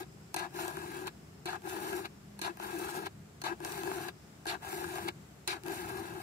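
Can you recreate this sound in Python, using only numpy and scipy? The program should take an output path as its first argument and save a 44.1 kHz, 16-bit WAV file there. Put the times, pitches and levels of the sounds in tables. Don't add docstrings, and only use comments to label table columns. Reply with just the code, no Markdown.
import sys
import numpy as np
from scipy import signal
from scipy.fft import rfft, irfft, next_fast_len
from scipy.io import wavfile
from scipy.ndimage import uniform_filter1d, map_coordinates

SR = 44100
rng = np.random.default_rng(int(sys.argv[2]) if len(sys.argv) > 2 else 0)


def wav_out(sig):
    wavfile.write(sys.argv[1], SR, np.round(np.clip(np.atleast_2d(sig).T, -1, 1) * 32767).astype(np.int16))


def how_loud(loudness_db):
    steps = np.asarray(loudness_db, float) / 20
    return 10 ** steps


N = 274302
USUAL_PRESSURE_DB, USUAL_BITE_DB = -45, -56


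def filing():
    t = np.arange(N) / SR
    back, forth = drags(t), pushes(t)
    gains = np.hypot(back, forth)
    dragging = back[1] > forth[1]
    chatter = how_loud(1.52 * wobble(30))
    parts = [
        (bar_flex(), 1.1),
        (link_rattle(chatter, dragging), 3),
        (cutter_scrape(chatter, dragging), 2.5),
        (fine_cutting(chatter, dragging), 3),
    ]
    steel = sum(gain * how_loud(db) * unit(part) for gain, (part, db) in zip(gains, parts))

    def cancelled(hz):
        left = gap(hz, 288, 36, depth=0.4) * gap(hz, 557, 45, depth=0.53) * gap(hz, 1106, 34, depth=0.52)
        right = gap(hz, 250, 43, depth=0.38) * gap(hz, 5050, 250, depth=0.5)
        return np.array([left, right])
    return filtered(steel, cancelled)


# (time [s], pressure [dB], bite [dB])
STROKES = [
    [(0.55, -45.5, -57.5), (0.604, -43, -48.5), (0.688, -45, -55.5), (0.72, -48, -59), (1.01, -43.5, -56.5),
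     (1.062, -43.5, -65)],
    [(1.655, -42.5, -62.5), (1.703, -48, -49.5), (1.765, -40.5, -56), (1.791, -42, -54), (1.977, -41, -52),
     (2.04, -47.5, -60)],
    [(2.6, -51, -62.5), (2.626, -48, -57), (2.792, -38.5, -52.5), (2.912, -48.5, -54), (2.976, -35.5, -53),
     (3.052, -49, -62.5)],
    [(3.61, -50.5, -67.5), (3.658, -41.5, -51.5), (3.78, -49, -54), (3.88, -39, -55.5), (4.062, -46, -55),
     (4.07, -45, -55)],
    [(4.63, -54.5, -62.5), (4.692, -47.5, -54), (4.86, -41, -53.5), (4.878, -46.5, -54),
     (5.022, -45.5, -54.5), (5.072, -41.5, -58)],
    [(5.665, -40, -59.5), (5.723, -41, -52), (5.801, -47.5, -55), (5.933, -45, -55.5), (6.187, -45, -61.5),
     (6.21, -55, -58.5)],
]
# (time [s], pressure [dB], bite [dB])
EARLIER_STROKE = [(0.0, -42, -53.5), (0.03, -47.5, -61.5)]
# (time [s], force [dB])
LIFTS = [
    (0.032, -57),
    (1.078, -39.5),
    (2.057, -43),
    (3.068, -39.5),
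    (4.092, -43.5),
    (5.089, -36),
    (6.24, -37),
]
# (usual level [dB], slope on pressure [dB/dB], slope on bite [dB/dB])
FOLLOW = [(-45, 1.1, 0.01), (-47.5, 0.12, 0.55), (-57, -0.23, 0.97), (-54.5, -0.05, 1.14)]
# (flex, rattle, scrape, fine [dB/s])
RISE_DB_PER_S = (603, 550, 450, 400)
FALL_DB_PER_S = (900, 1100, 1180, 1500)


def pushes(t):
    reach_s = 0.125
    lift_db, lift_rise_db_per_s = np.array([[-5], [0.7], [-2.5], [-12]]), 902
    power = np.zeros((4, N))
    rise, fall = np.array(RISE_DB_PER_S)[:, None], np.array(FALL_DB_PER_S)[:, None]
    usual_db, per_pressure, per_bite = np.transpose(FOLLOW)[:, :, None]
    for rows, (clear, _) in zip(EARLIER_STROKE_FIRST(), LIFTS):
        s, pressure_db, bite_db = np.transpose(rows)
        on = (t > s[0] - reach_s) & (t < clear + reach_s)
        u = t[on]
        db = usual_db + per_pressure * (np.interp(u, s, pressure_db) - USUAL_PRESSURE_DB)
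        db = db + per_bite * (np.interp(u, s, bite_db) - USUAL_BITE_DB)
        db = db - rise * np.maximum(s[0] - u, 0) - fall * np.maximum(u - clear, 0)
        power[:, on] += how_loud(db) ** 2
    for clear, force_db in LIFTS:
        on = np.abs(t - clear) < reach_s
        u = t[on] - clear
        db = force_db + lift_db + lift_rise_db_per_s * np.minimum(u, 0) - fall * np.maximum(u, 0)
        power[:, on] += how_loud(db) ** 2
    return np.sqrt(power)


def EARLIER_STROKE_FIRST():
    return [EARLIER_STROKE] + list(STROKES)


# (landing [s], halt [s], weight [dB], top speed [dB], lean on the bar at the halt [dB])
DRAGS = [
    (0.363, 0.466, -39.5, -43, -50),
    (1.458, 1.562, -42.5, -47, -46),
    (2.416, 2.508, -43, -43.5, -45),
    (3.438, 3.525, -39, -45, -39.5),
    (4.468, 4.554, -40, -41.5, -48),
    (5.476, 5.57, -41, -40, -48),
]
# (landing [dB], top speed [dB], quiet over lean [dB], rest over lean [dB])
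DRAG_FLEX_DB = (-41.5, -49, -6.5, -49)
# (landing, top speed, halt, quiet, rest [dB])
DRAG_RATTLE_DB = (-4.5, 0.5, -3, -20, -36)
DRAG_SCRAPE_DB = (-1.5, 0, -20, -37, -38)
DRAG_FINE_DB = (-9, -7, -23, -58, -40)


def drags(t):
    peak_s, stop_s = 0.035, 0.02
    gains = np.zeros((4, N))
    land_db, slide_db, quiet_db, rest_db = DRAG_FLEX_DB
    for lands, halts, weight_db, speed_db, lean_db in DRAGS:
        s = [lands, lands + peak_s, halts, halts + stop_s, halts + 2 * stop_s]
        lean_rattle_db = 0.33 * (lean_db - USUAL_PRESSURE_DB) * np.greater_equal(s, halts)
        shapes = [
            (land_db, slide_db, lean_db, lean_db + quiet_db, lean_db + rest_db),
            weight_db + np.array(DRAG_RATTLE_DB) + lean_rattle_db,
            speed_db + np.array(DRAG_SCRAPE_DB),
            speed_db + np.array(DRAG_FINE_DB),
        ]
        on = (t >= s[0]) & (t < s[-1])
        gains[:, on] = [how_loud(np.interp(t[on], s, db)) for db in shapes]
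    return gains


# (frequency [Hz], width [Hz], level [dB], right ear [dB])
FLEX = [(347.3, 33.4, 3.5, -7), (393.7, 34.2, -0.5, -2.5), (428, 62, -16.5, 2)]


def bar_flex():
    return steadied(radiated(teeth(4000, 0.5, 0.93), FLEX, lag_s=0.00031), firm=0.25)


# (frequency [Hz], width [Hz], level [dB], right ear [dB])
RATTLE = [(725.5, 129, 1, -7.5), (864, 133, 1, -21), (1015, 67, -1.5, -10), (1245, 290, -10.5, -9.5),
          (1454, 170, -9.5, -3.5)]
# (frequency [Hz], width [Hz], level [dB], right ear [dB])
SING = [(1629.5, 51, 1.5, -10.5), (2637, 40, -9.5, -9)]


def link_rattle(chatter, dragging):
    force = sliding(chatter * teeth(6000, 2.4, 0.56), patchy_db=1.05, turns=0.74)
    rattle = radiated(force, RATTLE, lag_s=0.0004)
    rattle = filtered(rattle, lambda hz: (1j * hz / (520 + 1j * hz)) ** 4)
    light = filtered(rattle, lambda hz: gap(hz, 810, 200, depth=0.21))
    rattle = np.where(dragging, unit(light), unit(rattle))
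    song = radiated(chatter * teeth(6000, 1.6, 0.44), SING, lag_s=0.00041)
    return unit(rattle) + how_loud(-4) * steadied(song, firm=0.2)


# (frequency [Hz], width [Hz], level [dB], right ear [dB])
SCRAPE = [(2150, 380, 0, -1), (2545, 390, 2, -4), (2696, 210, 1, 1.5), (3460, 870, -10.5, 7),
          (3935, 200, 2.5, -8.5), (4280, 450, -3.5, 0.5), (4760, 680, -6.5, -2)]
# (frequency [Hz], width [Hz], level [dB], right ear [dB])
TWIST = [(3100, 390, -2.3, 0), (3460, 380, 0.3, 0)]


def cutter_scrape(chatter, dragging):
    force = sliding(chatter * teeth(9000, 1.8, 0.43), patchy_db=1.5, turns=1.0)
    scrape = radiated(force, SCRAPE, lag_s=0.000377)
    scrape = filtered(scrape, lambda hz: gap(hz, 3274, 290, depth=0.85))
    force = sliding(chatter * teeth(9000, 1.4, 1.0), patchy_db=1.5, turns=0.45)
    twist = radiated(force, TWIST, lag_s=1.5 / 3330)
    scrape = unit(scrape) + how_loud(-5) * unit(twist)
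    loose = filtered(scrape, lambda hz: 1 + 0.33 * np.exp(-((hz - 4150) / 600) ** 2))
    return np.where(dragging, unit(loose), unit(scrape))


# (frequency [Hz], width [Hz], level [dB], right ear [dB])
FINE = [(5170, 1040, 0.5, -6.5), (6560, 740, 1, 0), (7880, 880, 0, 3), (8690, 880, -5, 8.5),
        (9650, 330, -1.5, 2), (10540, 410, 0, 5.5), (12170, 870, -2, 3.5), (13600, 380, 4, -5),
        (16200, 1500, 2, -5)]


def fine_cutting(chatter, dragging):
    force = sliding(chatter * teeth(14000, 2.0, 1.2), patchy_db=1.5, turns=1.0)
    fine = radiated(force, FINE, lag_s=-0.000703)
    fine = filtered(fine, lambda hz: gap(hz, 3300, 500, depth=0.85))
    blunt = filtered(fine, lambda hz: 1 / (1 + 1j * hz / 9000) ** 2)
    return np.where(dragging, unit(blunt), unit(fine))


def teeth(per_s, spread_db, clump_db):
    hits = (rng.random(N) < per_s / SR) * how_loud(spread_db * rng.standard_exponential(N))
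    return hits * how_loud(clump_db * wobble(90)) * rng.standard_normal(N)


def sliding(force, patchy_db, turns):
    z = signal.stft(force, nperseg=512)[2]
    drift = rng.standard_normal((2, 2) + z.shape)
    drift = uniform_filter1d(drift, size=3, axis=2)
    drift = unit(uniform_filter1d(drift, size=16, axis=3))
    moved = z * how_loud(patchy_db * drift[0]) * np.exp(1j * turns * drift[1])
    return signal.istft(moved, nperseg=512)[1][:, :N]


def radiated(force, modes, lag_s):
    def response(f):
        left, right = 0, 0
        for k, (c, w, db, right_db) in enumerate(modes):
            peak = (-1) ** k * how_loud(db) * 1j * f * w / (c * c - f * f + 1j * f * w)
            left = left + peak
            right = right + peak * how_loud(right_db)
        return np.array([left, right * np.exp(-2j * np.pi * f * lag_s)])
    return filtered(force, response)


def steadied(x, firm):
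    envelope = np.abs(signal.hilbert(unit(x[0]), next_fast_len(N))[:N])
    swing = uniform_filter1d(envelope, size=220)
    return unit(x / (swing + 0.39) ** firm)


def gap(hz, c_hz, width_hz, depth):
    return 1 - depth * np.exp(-((hz - c_hz) / width_hz) ** 2)


# (time [s], peak [dB], thud [dB], ring [dB], left minus right [dB])
LANDINGS = [(0.3425, -22.5, -4.5, -16, -2), (0.363, -28.5, -4, -6, -1), (0.3928, -34, -11, -10, -3),
            (1.4563, -35.5, -5, -5, -3), (1.488, -39.5, 10.5, -12, 2), (2.3912, -34.5, -2.5, -12, -1),
            (2.4151, -31, -18, -7.5, -9), (3.4165, -30, -2.5, -16, -2), (3.4385, -36, -19, -9, -3),
            (4.4551, -38.5, 8, -17, -2), (4.4666, -39, -10, -5.5, -3), (5.4761, -25, -3, -7, -7)]
# (time [s], peak [dB], thud [dB])
SNAPS = [
    (1.071, -32.5, -17),
    (2.0552, -47, -13),
    (3.0605, -36.5, -8),
    (4.0838, -34, 2.5),
    (5.0838, -30, -4),
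]
# (time [s], peak [dB], thud [dB])
CATCHES = [(0.5072, -50, 2), (0.5444, -43, 1), (0.6804, -27, 0.5), (0.7696, -33, 3), (0.8869, -45, -4),
           (1.6202, -45, -5), (1.6432, -47, -2), (1.6736, -40, 6), (1.6965, -33, -2), (2.5716, -39, 1),
           (2.5985, -36, 6.5), (3.6032, -40.5, 5), (3.6486, -25.5, -2), (3.7214, -29, -12),
           (3.7764, -38.5, 9), (3.8342, -30, 7), (3.8744, -36, 9.5), (4.6214, -48, 8), (4.6483, -39, -6),
           (4.7284, -34, 5), (4.8414, -36, 10), (5.6356, -36, -15), (5.6635, -35, 6.5), (5.683, -30.5, -8),
           (1.765, -39, 6), (1.845, -41, 7), (1.93, -35, 11)]
# (frequency [Hz], level [dB], 60 dB decay time [s])
RING = [(2430, -8, 0.037), (3990, -9, 0.042), (4270, -3, 0.077), (4700, -21, 0.02), (6170, -7, 0.065),
        (8200, -11, 0.046), (9880, 4, 0.024), (11900, -38, 0.035), (14660, -26, .05)]


def ticks():
    bright, shake = np.zeros((2, N + SR)), np.zeros((2, N + SR))
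    t = np.arange(SR // 8) / SR
    knocks = [(*row, 0.023) for row in LANDINGS]
    knocks += [(*row, -8, 0, 0.015) for row in SNAPS]
    knocks += [(*row, -25, -1.2, 0.0061) for row in CATCHES]
    for s, db, thud_db, ring_db, pan_db, t60_s in knocks:
        start = round(s * SR)
        at = slice(start, start + len(t))
        ring = 0
        for hz, level, ring_t60_s in RING:
            scatter, phase = rng.standard_normal((2, 2, 1))
            decay_db = -60 * t / (ring_t60_s * (t60_s / 0.028) ** 2)
            ring = ring + how_loud(level + 3 * scatter + decay_db) * np.sin(2 * np.pi * hz * t + 2 * phase)
        crack = rng.standard_normal((4, len(t))) * how_loud(-60 * t / t60_s)
        sharp_db = -8 * np.log10(t60_s / 0.027)
        knock = how_loud(ring_db + 3) * ring * (1 - np.exp(-t / 0.00037)) + how_loud(sharp_db - 5) * crack[:2]
        bright[:, at] += how_loud([[db + pan_db / 2], [db - pan_db / 2]]) * knock
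        shake[:, at] += how_loud([[db + thud_db + sharp_db + 16], [db + sharp_db - 5]]) * crack[2:]
    edge = filtered(bright[:, :N], lambda hz: 1j * hz / (1500 + 1j * hz) / (1 + 1j * hz / 12000))
    bar = radiated(shake[0, :N], RATTLE + SING + FLEX, lag_s=0.00051)
    cutter = radiated(shake[1, :N], SCRAPE, lag_s=0.00029)
    return edge + bar + cutter


# (time [s], low kind [dB], high kind [dB])
INSECTS = [(0.1, -70, -79), (1.2, -70.5, -82), (2.2, -73, -85), (3.2, -90, -81), (4.2, -67, -83),
           (4.45, -77, -80), (5.2, -95, -81), (6.2, -103, -84)]
# (frequency [Hz], level per Hz [dB])
RUMBLE = [(15, -74), (25, -38), (62, -6), (123, -5), (146, -2.5), (220, -9.5), (268, -13), (325, -13.5),
          (409, -12.5), (450, -18), (580, -76), (990, -120)]
# (time [s], level [dB])
RUMBLE_DB = [(0.0, -54.5), (0.52, -55.5), (0.81, -53), (1.28, -56.5), (3.52, -55.5), (3.97, -52),
             (4.21, -57), (4.5, -58), (4.99, -52), (5.33, -57), (5.56, -56.5), (5.89, -49.5), (6.22, -53.5)]
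# (frequency [Hz], width [Hz], level [dB])
DRONES = [(159, 11, -67), (201, 9.2, -66)]
# (frequency [Hz], level per Hz [dB])
AIR = [(260, -55), (450, -6), (714, -4.5), (991, -10), (1220, -9.5), (3780, -18.5), (7280, -19),
       (9240, -23.5), (15800, -26)]


def field():
    t = np.arange(N) / SR
    s, *cols = np.transpose(INSECTS)
    low_db, high_db = [np.interp(t, s, db) for db in cols]
    insects = how_loud(low_db - 4.5) * narrow(5140, 400) + how_loud(high_db + 6) * narrow(7540, 700)
    traffic_db = np.interp(t, *np.transpose(RUMBLE_DB)) + 1 + 0.81 * wobble(3.27)
    rumble = how_loud(traffic_db) * spread(RUMBLE)
    drone = sum(how_loud(db + 2.5 * wobble(1.34)) * narrow(c, w)[0] for c, w, db in DRONES)
    air = how_loud(-60.5 + 0.79 * wobble(4.23)) * spread(AIR)
    return rumble + drone + air + insects


def narrow(c_hz, width_hz):
    noise = rng.standard_normal((2, N))
    return unit(filtered(noise, lambda f: np.exp(-((f - c_hz) / width_hz) ** 2)))


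# (frequency [Hz], correlation [-1..1])
ALIKE = [(60, 0.98), (180, 0.98), (550, 0.27), (1650, -0.14), (4970, 0.025), (15000, -0.11)]
# (frequency [Hz], left minus right [dB])
LEAN = [(60, -1), (180, 3), (550, 0.5), (1650, 3), (4970, 0), (15000, 0)]


def spread(spectrum):
    def mid_side(hz):
        angle = np.arccos(np.clip(along(ALIKE, hz), -1, 1)) / 2
        return how_loud(along(spectrum, hz)) * [np.ones_like(hz), np.tan(angle)]
    mid, side = filtered(rng.standard_normal((2, N)), mid_side)
    ears = np.array([mid + side, mid - side])
    return unit(filtered(ears, lambda hz: how_loud(along(LEAN, hz) / 2 * np.array([[1], [-1]]))))


def unit(x):
    return x / np.sqrt(np.mean(x ** 2) + 1e-20)


def along(points, hz):
    f, v = np.transpose(points)
    return np.interp(np.log(hz + 1), np.log(f + 1), v)


def wobble(rate):
    return map_coordinates(rng.standard_normal(int(N * rate / SR) + 4), [np.arange(N) * rate / SR])


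def filtered(x, response):
    m = next_fast_len(N + SR // 4)
    return irfft(rfft(x, m) * response(np.fft.rfftfreq(m, 1 / SR)), m)[..., :N]


def scene():
    return filing() + ticks() + field()


def joint(x):
    hz, _, z = signal.stft(np.array([x[0] + x[1], x[0] - x[1]]) / 2, SR, nperseg=1024)
    power = uniform_filter1d(np.abs(z) ** 2, size=5, axis=1)
    power = uniform_filter1d(power, size=7, axis=2)
    keep = (power * how_loud(6) ** 2 > power[::-1]) | (hz[:, None] < 2600)
    mid, side = signal.istft(z * keep, SR, nperseg=1024)[1][:, :N]
    return np.array([mid + side, mid - side])


def low_pass(x):
    return signal.sosfilt(signal.butter(12, 16490, fs=SR, output="sos"), x)


def record(dry):
    def phone(hz):
        low_cut = 1 / np.sqrt(1 + (60 / (hz + 1)) ** 16) + how_loud(-7) * (hz < 42)
        top_cut = np.where(hz < 15600, 1, how_loud(-40) * (hz < 16300))
        return low_cut * top_cut
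    mix = joint(filtered(dry, phone))
    return low_pass(mix)


dry = scene()
out = record(dry)
wav_out(out)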